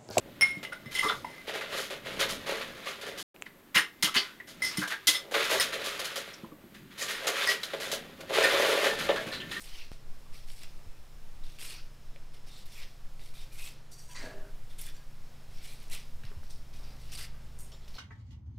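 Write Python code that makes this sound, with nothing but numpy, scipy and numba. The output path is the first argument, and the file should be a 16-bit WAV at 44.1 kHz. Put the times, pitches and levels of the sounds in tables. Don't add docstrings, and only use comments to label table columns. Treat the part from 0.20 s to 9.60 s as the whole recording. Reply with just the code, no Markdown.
import sys
import numpy as np
from scipy import signal
from scipy.fft import rfft, irfft, next_fast_len
from scipy.io import wavfile
from scipy.ndimage import uniform_filter1d
from numba import njit

SR = 44100
rng = np.random.default_rng(int(sys.argv[2]) if len(sys.argv) > 2 else 0)


def master_out(mix):
    frames = np.transpose(np.atleast_2d(mix))
    ceiling = np.clip(frames, -1, 1)
    pcm = np.round(ceiling * 32767).astype(np.int16)
    wavfile.write(sys.argv[1], SR, pcm)


def invert_db(x):
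    u = np.asarray(x, float) / 20
    return 10 ** u


N = 414540
T = np.arange(N) / SR
BASS_EDGE_HZ = 320


def unit(x):
    return x / np.sqrt(np.mean(x ** 2))


def colour(x, points):
    freq_hz, level_db = np.transpose(points)
    size = next_fast_len(N)
    f = np.arange(size // 2 + 1) * SR / size
    gain_db = np.interp(np.log(f + 1), np.log(freq_hz), level_db, left=-90, right=-90)
    return unit(irfft(rfft(x, size) * invert_db(gain_db), size)[:N])


def high(x, edge_hz):
    return signal.sosfilt(signal.butter(4, edge_hz, "high", fs=SR, output="sos"), x)


def ring(x, freq_hz, t60_s):
    w = 2 * np.pi * min(freq_hz, SR / 2.2) / SR
    r = np.exp(-np.log(1000) / (t60_s * SR))
    return signal.lfilter([0, r * np.sin(w)], [1, -2 * r * np.cos(w), r ** 2], x)


def width_to_t60(width_hz):
    return np.log(1000) / (np.pi * width_hz)


def walk(rate_hz):
    hold = int(SR / rate_hz)
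    steps = np.repeat(rng.standard_normal(N // hold + 1), hold)
    return 1.48 * uniform_filter1d(steps, hold)[:N]


def contacts(per_s, spread_db):
    on = rng.random(N) < per_s / SR
    return unit(on * rng.standard_normal(N) * invert_db(spread_db * rng.standard_normal(N)))


def add(out, start_s, x):
    i = int(start_s * SR)
    out[i:i + len(x)] += x[:N - i]


def burst(span_s, rise_s, length_s):
    t = np.arange(int(span_s * SR)) / SR
    return (1 - np.exp(-t / rise_s)) * np.exp(-(t / length_s) ** 1.65)


def rattle(noise, length_s):
    envelope = burst(1.001 * len(noise) / SR, length_s / 5, length_s)
    blow = noise * envelope[:len(noise)]
    return blow / np.sqrt(np.sum(blow ** 2))


ROOM_T60_S, ROOM_DB = 0.24, -10.5


def room(x):
    t = np.arange(int(.4 * SR)) / SR
    noise = rng.standard_normal(len(t))
    dull = signal.lfilter([.4], [1, -.6], noise)
    decay = np.exp(-np.log(1000) * t / ROOM_T60_S) * (1 - np.exp(-t / 0.006))
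    tail = (dull + .5 * noise * np.exp(-t / 0.14)) * decay
    tail /= np.sqrt(np.sum(tail ** 2))
    return x + invert_db(ROOM_DB) * signal.fftconvolve(x, tail)[:N]


# freq_hz, level_db
AIR_SPECTRUM = [(12, -15), (20, -6), (37, -16), (93, -14.5), (149, -9), (215, -7.5), (317, -9.5),
                (355, -9.5), (386, -5.5), (456, -19), (1950, -24.5), (5320, -36.5), (15800, -35.5)]
AIR_DB = -55.5
# start_s, level_db
HUM_LEVEL = [(0.0, -53), (3.0, -53), (3.15, -61), (4.6, -57), (7.0, -57), (9.4, -48)]
# freq_hz, width_hz, level_db
WHINE_MODES = [(12300, 120, -73.5), (13840, 120, -75)]


def air():
    hiss = invert_db(AIR_DB) * colour(rng.standard_normal(N), AIR_SPECTRUM)
    low = signal.sosfilt(signal.butter(2, 400, fs=SR, output="sos"), hiss)
    hum_db = np.interp(T, *np.transpose(HUM_LEVEL)) + 2.0 * walk(5.5)
    out = high(hiss, 326) + unit(low) * invert_db(hum_db)
    for freq_hz, width_hz, level_db in WHINE_MODES:
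        whine = ring(rng.standard_normal(N), freq_hz, width_to_t60(width_hz))
        out += invert_db(level_db) * unit(whine)
    return out


# start_s, level_db, pitch_hz
TABLE_THUDS = [(0.369, -33, 188.5), (0.661, -34.5, 139), (0.846, -29, 302), (3.558, -29, 207),
               (3.835, -29, 204), (3.96, -29, 256), (4.582, -22.5, 198), (4.885, -32, 312),
               (6.234, -33, 216), (6.321, -36, 300), (6.439, -41.5, 222), (9.066, -32, 203.5),
               (9.27, -41, 167)]


def table():
    out = np.zeros(N)
    push = np.append(np.hanning(90), np.zeros(int(.2 * SR)))
    for start_s, level_db, pitch_hz in TABLE_THUDS:
        thud = ring(push, pitch_hz, 0.066) + 0.46 * ring(push, 1.53 * pitch_hz, 0.16)
        add(out, start_s, invert_db(level_db) * thud / push.sum())
    return high(out, 109)


# start_s, level_db, bright_rel_db
CRACK_TICKS = [(0.211, -15.5, -16.5), (1.413, -30, -11), (3.1627, -35.5, -20), (3.216, -54, 12),
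               (3.2228, -19.5, -6), (3.237, -48, -23), (4.8732, -27.5, -4), (5.1487, -30, -14),
               (5.9668, -41, 7), (7.221, -33.5, 0), (7.3074, -26, -2.5), (7.435, -24, -12), (8.79, -26, -1),
               (8.9605, -30, -2.5), (9.064, -32.5, -10)]


def cracks():
    out, pulse = np.zeros(N), np.append(1., np.zeros(400))
    for start_s, level_db, bright_rel_db in CRACK_TICKS:
        tick = ring(pulse, 2580, 0.0033) + invert_db(bright_rel_db) * ring(pulse, 7100, 0.002)
        add(out, start_s, invert_db(level_db) * tick)
    return high(out, BASS_EDGE_HZ)


# start_s, level_db, upper_rel_db, rattle_s
GLASS_STRIKES = [(.210, -16.5, -1.5, .0066), (.224, -11.5, -13, 0.0099), (.305, -31, -13, .012),
                 (.350, -37.5, -14, 0.0081), (.450, -32, -14.5, .018), (.524, -40.5, -6, .02),
                 (0.659, -35, -13, 0.013), (.751, -24, -9.5, 0.011), (.788, -20.5, -9, .015),
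                 (.830, -29.5, -5, 0.019), (.870, -26, -9.5, 0.03), (1.048, -37.5, -16, .018),
                 (1.1, -39, -12, .06), (1.18, -41, -15, .05), (1.41, -37, -20, .04), (1.54, -34, -15, .07),
                 (3.552, -15.5, -13, 0.034), (3.575, -21.5, -1.5, 0.032), (3.829, -22.5, -1.5, 0.017),
                 (3.960, -24.5, -15, 0.016), (4.421, -19.5, -10, 0.035), (4.449, -26, -1, 0.015),
                 (4.573, -32, 4.5, 0.0053), (4.874, -19, -4, 0.014), (4.947, -26.5, -3.5, 0.028),
                 (5.399, -19.5, -1.5, 0.015), (6.131, -54.5, 3, 0.02), (6.812, -28.5, -9, .023),
                 (6.886, -32, -14, 0.027), (6.949, -32, -8, 0.006), (7.274, -21.5, -7, 0.014),
                 (7.345, -30, -20, .022), (8.237, -16.5, -12.5, .012), (8.7, -27.5, -14, 0.04),
                 (8.89, -30.5, -23, .04), (9.116, -32.5, -11, 0.087), (9.2, -43, -20, .05),
                 (9.316, -32, -13, 0.011), (9.363, -30.5, -19.5, 0.023)]
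# ratio, level_db, t60_s
GLASS_MODES = [(1.001, -5.5, 0.5), (1.025, -30.5, 0.2), (1.54, -39.5, 0.081), (2.488, -7, 0.18),
               (2.54, -8.5, 0.058), (4.28, -10.5, 0.097), (4.4, -9.5, 0.12), (6.7, -14.5, 0.052)]
# start_s, pitch_hz
FILL_PITCH = [(.36, 2148), (.44, 2049), (3.9, 2060), (5.0, 2031), (5.4, 1953), (6.85, 1858), (7.3, 1929),
              (8.24, 1816), (9.12, 1757), (9.3, 1828)]
UPPER_SAG = 0.41
CHOKE_S = 0.029
TOUCH_DB = 2.5
TREMBLE_DB, SETTLE_T60_S, SHAKEN_DB = -36, 0.68, -18


def strike_glass(noise, rattle_s, upper_rel_db, low_hz, upper_hz):
    blow = 0.71 * rattle(noise, rattle_s)
    blow[0] += .9
    wall = np.zeros(len(blow))
    for ratio, level_db, t60_s in GLASS_MODES:
        if ratio > 1.2:
            wall += invert_db(level_db + upper_rel_db) * ring(blow, ratio * upper_hz, t60_s)
        else:
            wall += invert_db(level_db) * ring(blow, ratio * low_hz, t60_s)
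    return wall * np.exp(-(T[:len(wall)] / (CHOKE_S + rattle_s)) ** 2)


def glasses():
    out = np.zeros(N)
    low_hz = np.interp(T, *np.transpose(FILL_PITCH))
    upper_hz = low_hz[0] * (low_hz / low_hz[0]) ** UPPER_SAG
    tremble = invert_db(np.interp(T, *np.transpose(STIR_DRIVE)[:2]) + SHAKEN_DB)
    for start_s, level_db, upper_rel_db, rattle_s in GLASS_STRIKES:
        at = int(start_s * SR)
        noise = rng.standard_normal(int(.25 * SR))
        strike = strike_glass(noise, rattle_s, upper_rel_db, low_hz[at], upper_hz[at])
        add(out, start_s, invert_db(level_db) * strike)
        add(tremble, start_s, invert_db(level_db + TREMBLE_DB - 60 * T[:SR] / SETTLE_T60_S))
    out *= invert_db(TOUCH_DB * walk(160))
    voices = ((low_hz, -4.5, 80), (2.49 * upper_hz, -19.5, 150.3), (3.5 * upper_hz, -23, 250.3))
    for pitch_hz, rel_db, waver_hz in voices:
        phase = 2 * np.pi * np.cumsum(pitch_hz) / SR
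        waver = walk(waver_hz) * np.sin(phase) + walk(waver_hz) * np.cos(phase)
        out += tremble * invert_db(rel_db) * waver
    return out


# start_s, level_db, pitch_hz, rattle_s
CUBE_CLACKS = [(0.21, -37.5, 1280, 0.015), (.213, -18, 3100, 0.018), (0.443, -27.5, 2940, .03),
               (.52, -23.5, 1450, .015), (.751, -13, 3060, 0.059), (.821, -13, 1170, 0.054),
               (.85, -25.5, 432, 0.022), (0.88, -13.5, 3530, 0.03), (.891, -11, 1420, 0.03),
               (1.044, -21.5, 925, 0.0052), (1.41, -24.5, 1520, 0.011), (1.998, -13.5, 3700, 0.048),
               (3.262, -31.5, 2010, 0.007), (3.553, -12, 1660, 0.032), (3.56, -8.5, 1840, 0.041),
               (3.555, -6.5, 2860, 0.027), (3.599, -34, 1500, 0.027), (3.842, -7.5, 3230, .026),
               (3.868, -19.5, 1290, 0.023), (3.96, -5, 4600, 0.038), (3.96, -6, 3040, 0.026),
               (4.001, -29, 1520, 0.1), (4.198, -28.5, 1970, 0.017), (4.441, -12, 5200, 0.06),
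               (4.614, -14, 1580, 0.04), (4.714, -14.5, 1690, 0.025), (4.876, -5, 3390, 0.024),
               (4.946, -13.5, 3520, 0.024), (6.135, -29.5, 5600, 0.014), (6.24, -38, 1040, 0.012),
               (6.316, -40.5, 1140, .009), (6.809, -15.5, 6800, .042), (7.068, -14, 6560, .014),
               (7.26, -10.5, 5000, 0.058), (7.432, -15, 3880, .007), (8.24, -17, 1480, 0.037),
               (8.962, -19, 1650, 0.033), (9.119, -16, 4050, 0.047), (9.2, -21.5, 3100, .022),
               (9.312, -23, 3630, .01)]


def clacks():
    out = np.zeros(N)
    for start_s, level_db, pitch_hz, rattle_s in CUBE_CLACKS:
        blow = rattle(rng.standard_normal(int(.2 * SR)), rattle_s)
        add(out, start_s, invert_db(level_db) * ring(blow, pitch_hz, 24 / pitch_hz))
    return high(out, BASS_EDGE_HZ)


# freq_hz, width_hz, level_db
BUCKET_MODES = [(461.4, 28, -5), (545, 37.4, -1), (586, 25, -10.5), (644.6, 55, -8.5), (783, 210, -10)]
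BUCKET_EDGE_HZ = 350


def bucket(boom):
    bumps = boom * contacts(1200, 5.4)
    wall = np.zeros(N)
    for freq_hz, width_hz, level_db in BUCKET_MODES:
        mode = ring(bumps, freq_hz, width_to_t60(width_hz))
        wall += invert_db(level_db) * np.sqrt(width_hz) * mode
    return high(invert_db(-42) * wall, BUCKET_EDGE_HZ)


# freq_hz, level_db
CRACKLE_SPECTRUM = [(2940, 0.5), (5000, -2.5), (5670, -5.5), (6740, -4.5), (7820, -10.5), (11300, -8.5),
                    (14000, -16), (15800, -22)]


def crackle(fine):
    return fine * colour(contacts(7000, 0.86), CRACKLE_SPECTRUM)


@njit
def pings(start, hz, cycles, size, length):
    out = np.zeros(length)
    for g in range(len(start)):
        pole = np.exp((2j * np.pi - 3 / cycles[g]) * hz[g] / SR)
        z = size[g] + 0j
        for i in range(start[g], min(length, start[g] + int(2 * cycles[g] * SR / hz[g]))):
            z *= pole
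            out[i] += z.imag
    return out


def crunch(per_s, low_hz, high_hz, cycles, spread_db):
    when, pitch, length, strength = rng.random((int(per_s * N / SR), 4)).T
    start = (when * N).astype(np.int64)
    hz = low_hz * (high_hz / low_hz) ** pitch
    size = invert_db(-spread_db * np.log(strength + 0.099))
    return unit(pings(start, hz, cycles * (.5 + length), size, N))


# freq_hz, level_db
ICE_SPECTRUM = [(470, -49), (800, -11), (917, -5), (1230, -4.5), (1320, 0), (1810, 2), (1960, 2.5),
                (3780, -1.5), (5630, -20), (7000, -24.5), (9100, -58.5), (15400, -120)]


def cubes(grinding):
    grind = colour(contacts(5000, 1.3), ICE_SPECTRUM) + invert_db(-3.5) * crunch(700, 1093.6, 4830, 27.0, 1.07)
    return high(invert_db(-5) * grinding * grind, BASS_EDGE_HZ)


# start_s, drive_db, boom_rel_db
STIR_DRIVE = [(0.0, -59.5, 6), (0.39, -52.5, -1), (0.91, -63.5, 8), (1.15, -51, -1), (1.46, -55, -4),
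              (1.53, -34, -1.5), (1.72, -60, -1), (1.96, -39, -2.5), (2.24, -48, -3.5), (2.39, -47, -7),
              (2.67, -46.5, -1), (2.9, -46.5, 0), (3.02, -48, 3), (3.06, -74.5, 16), (3.8, -61.5, -15),
              (4.01, -39.5, -28), (4.27, -68, 2), (4.5, -42.5, -12.5), (4.75, -52.5, -24),
              (5.11, -55.5, 10.5), (5.18, -26.5, -2.5), (5.32, -29.5, -16), (5.47, -40, -2.5),
              (5.98, -38.5, -10), (6.12, -47, -9), (6.36, -68.5, 9.5), (6.7, -60, -10.5),
              (6.92, -35.5, -33), (7.02, -40.5, -1), (7.24, -27, -11), (7.39, -42.5, -8), (7.63, -44, -0.5),
              (8.07, -52.5, 1.5), (8.18, -29.5, 2.5), (8.67, -28, -1.5), (8.78, -36, -4),
              (8.94, -36.5, 0.5), (9.11, -48.5, 0.5), (9.4, -44, -10)]
# start_s, drive_db, boom_rel_db, crackle_rel_db, length_s
CUBE_KNOCKS = [(0.209, -34, -36, -13, 0.077), (0.4285, -35, -6, -8.5, 0.022), (0.52, -43, -14, -16, 0.037),
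               (0.656, -47.5, -4, -17, 0.04), (0.7106, -41, -21, -4, 0.05), (0.741, -41, -27, 1, 0.17),
               (1.042, -53, -25, -7, 0.12), (1.408, -35, -5, -15, 0.068), (1.70, -34, -1, -11, 0.057),
               (2.41, -32, -4.5, -14.5, 0.036), (2.811, -39, -9, -8.5, 0.055), (3.8246, -25, -30, 1, 0.038),
               (4.419, -42, -24, 4.5, 0.084), (4.5695, -38.5, -17, 1.5, 0.065),
               (4.675, -36.5, -12, -1, 0.018), (4.87, -27.5, -37, 9, 0.04), (4.927, -37, -33, -1, 0.057),
               (5.14, -23.5, -1.5, -13, 0.039), (5.403, -25.5, -30, -2.5, 0.043),
               (5.7915, -34.5, 0.5, -0.5, 0.026), (5.843, -35.5, -19, 0, 0.037),
               (5.9565, -35.5, 2.5, 0, 0.041), (6.541, -49.5, -14, -8, 0.053),
               (7.069, -25.5, -1.5, -3.5, 0.035), (7.43, -48, -37, 11, 0.028),
               (7.534, -31.5, 10, -17, 0.015), (7.6, -34.5, -3, -6.5, 0.11),
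               (7.714, -32, -1.5, -0.5, 0.044), (8.0045, -40.5, -22, -6.5, 0.016),
               (8.092, -39, 3.5, -11, 0.19), (8.6462, -27.5, 3.5, -11.5, 0.062),
               (8.788, -32, -10, -8.5, 0.06), (8.888, -25.5, 5.5, -26, 0.032),
               (8.9585, -30, -3, -17, 0.028), (9.0658, -38.5, 2.5, -11, 0.06),
               (9.312, -36.5, -27, -9.5, 0.091)]
# start_s, drive_db, boom_rel_db, crackle_rel_db, length_s
CUBE_SLIDES = [(0.834, -28.5, -10, -7, 0.021), (0.868, -36, -14, -14, 0.055),
               (1.269, -30.5, 0.5, -13, 0.05), (1.33, -30, 0, -12, 0.058), (1.558, -33, -11, -4, 0.093),
               (1.847, -34, -5, -14.5, 0.076), (1.99, -20, -3.5, -9, 0.049),
               (2.084, -32.5, -4, -1.5, 0.056), (2.258, -30, -3, -11.5, 0.13),
               (2.655, -30.5, -9.5, -11.5, 0.07), (2.86, -34.5, 1, -7, 0.034), (2.972, -39, -5, 1.5, 0.058),
               (3.255, -40, -13.5, -14, 0.019), (3.544, -17, -41, -7.5, 0.045),
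               (3.94, -19.5, -32, -7.5, 0.035), (4.269, -45.5, -6.5, -2, 0.062),
               (4.628, -39, -11, 3, 0.015), (4.695, -27.5, -37, -10.5, 0.041), (5.109, -34, 5, -4.5, 0.044),
               (5.29, -25, 1, -4.5, 0.081), (5.52, -26, -1, -10.5, 0.042),
               (5.6356, -32.5, -20, -2.5, 0.071), (6.7, -48.5, -9, -12, 0.075),
               (6.774, -36.5, -9, -1.5, 0.065), (6.805, -34, -5.5, -2.5, 0.06),
               (6.878, -28, -9.5, -6.5, 0.055), (7.281, -26, -6.5, -3.5, 0.05),
               (8.125, -26, -10, -11.5, 0.34), (8.27, -39, -7, -14, 0.04), (8.314, -24.5, 7, -16, 0.037),
               (8.4094, -26, 2, -11, 0.11), (8.49, -34.5, 2, -1, 0.056), (9.12, -31.5, -22, -13, 0.042)]
STIR_CRACKLE_REL_DB = -11
KNOCK_RISE_S, SLIDE_RISE_S = 0.0017, 0.013


def ice():
    start_s, drive_db, boom_rel_db = np.transpose(STIR_DRIVE)
    stir_db = np.interp(T, start_s, drive_db) + 1.2 * walk(30)
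    boom_db = stir_db + np.interp(T, start_s, boom_rel_db)
    power = invert_db(np.array([stir_db, boom_db, stir_db + STIR_CRACKLE_REL_DB])) ** 2
    for events, rise_s in ((CUBE_KNOCKS, KNOCK_RISE_S), (CUBE_SLIDES, SLIDE_RISE_S)):
        for start_s, drive_db, boom_rel_db, crackle_rel_db, length_s in events:
            shape = burst(.3, rise_s, length_s)
            for voice, rel_db in zip(power, (0, boom_rel_db, crackle_rel_db)):
                add(voice, start_s, (invert_db(drive_db + rel_db) * shape) ** 2)
    grinding, boom, fine = np.sqrt(power)
    return cubes(grinding) + bucket(boom) + crackle(fine)


TICK_ROOM = .3


def scene():
    ticks = cracks()
    in_room = ice() + clacks() + glasses() + table() + TICK_ROOM * ticks
    mono = room(in_room) + (1 - TICK_ROOM) * ticks + air()
    return np.array([mono, mono])


def low_pass(x):
    return signal.sosfilt(signal.butter(12, 16830, fs=SR, output="sos"), x)


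# start_s, end_s
MUTE_SPAN = (3.028, 3.143)


def record(dry):
    start_s, end_s = MUTE_SPAN
    fade_out, fade_in = (start_s - T) / 0.00074, (T - end_s) / 0.002
    gate = np.clip(np.maximum(fade_out, fade_in), 0, 1)
    return low_pass(dry * gate)


dry = scene()
out = record(dry)
master_out(out)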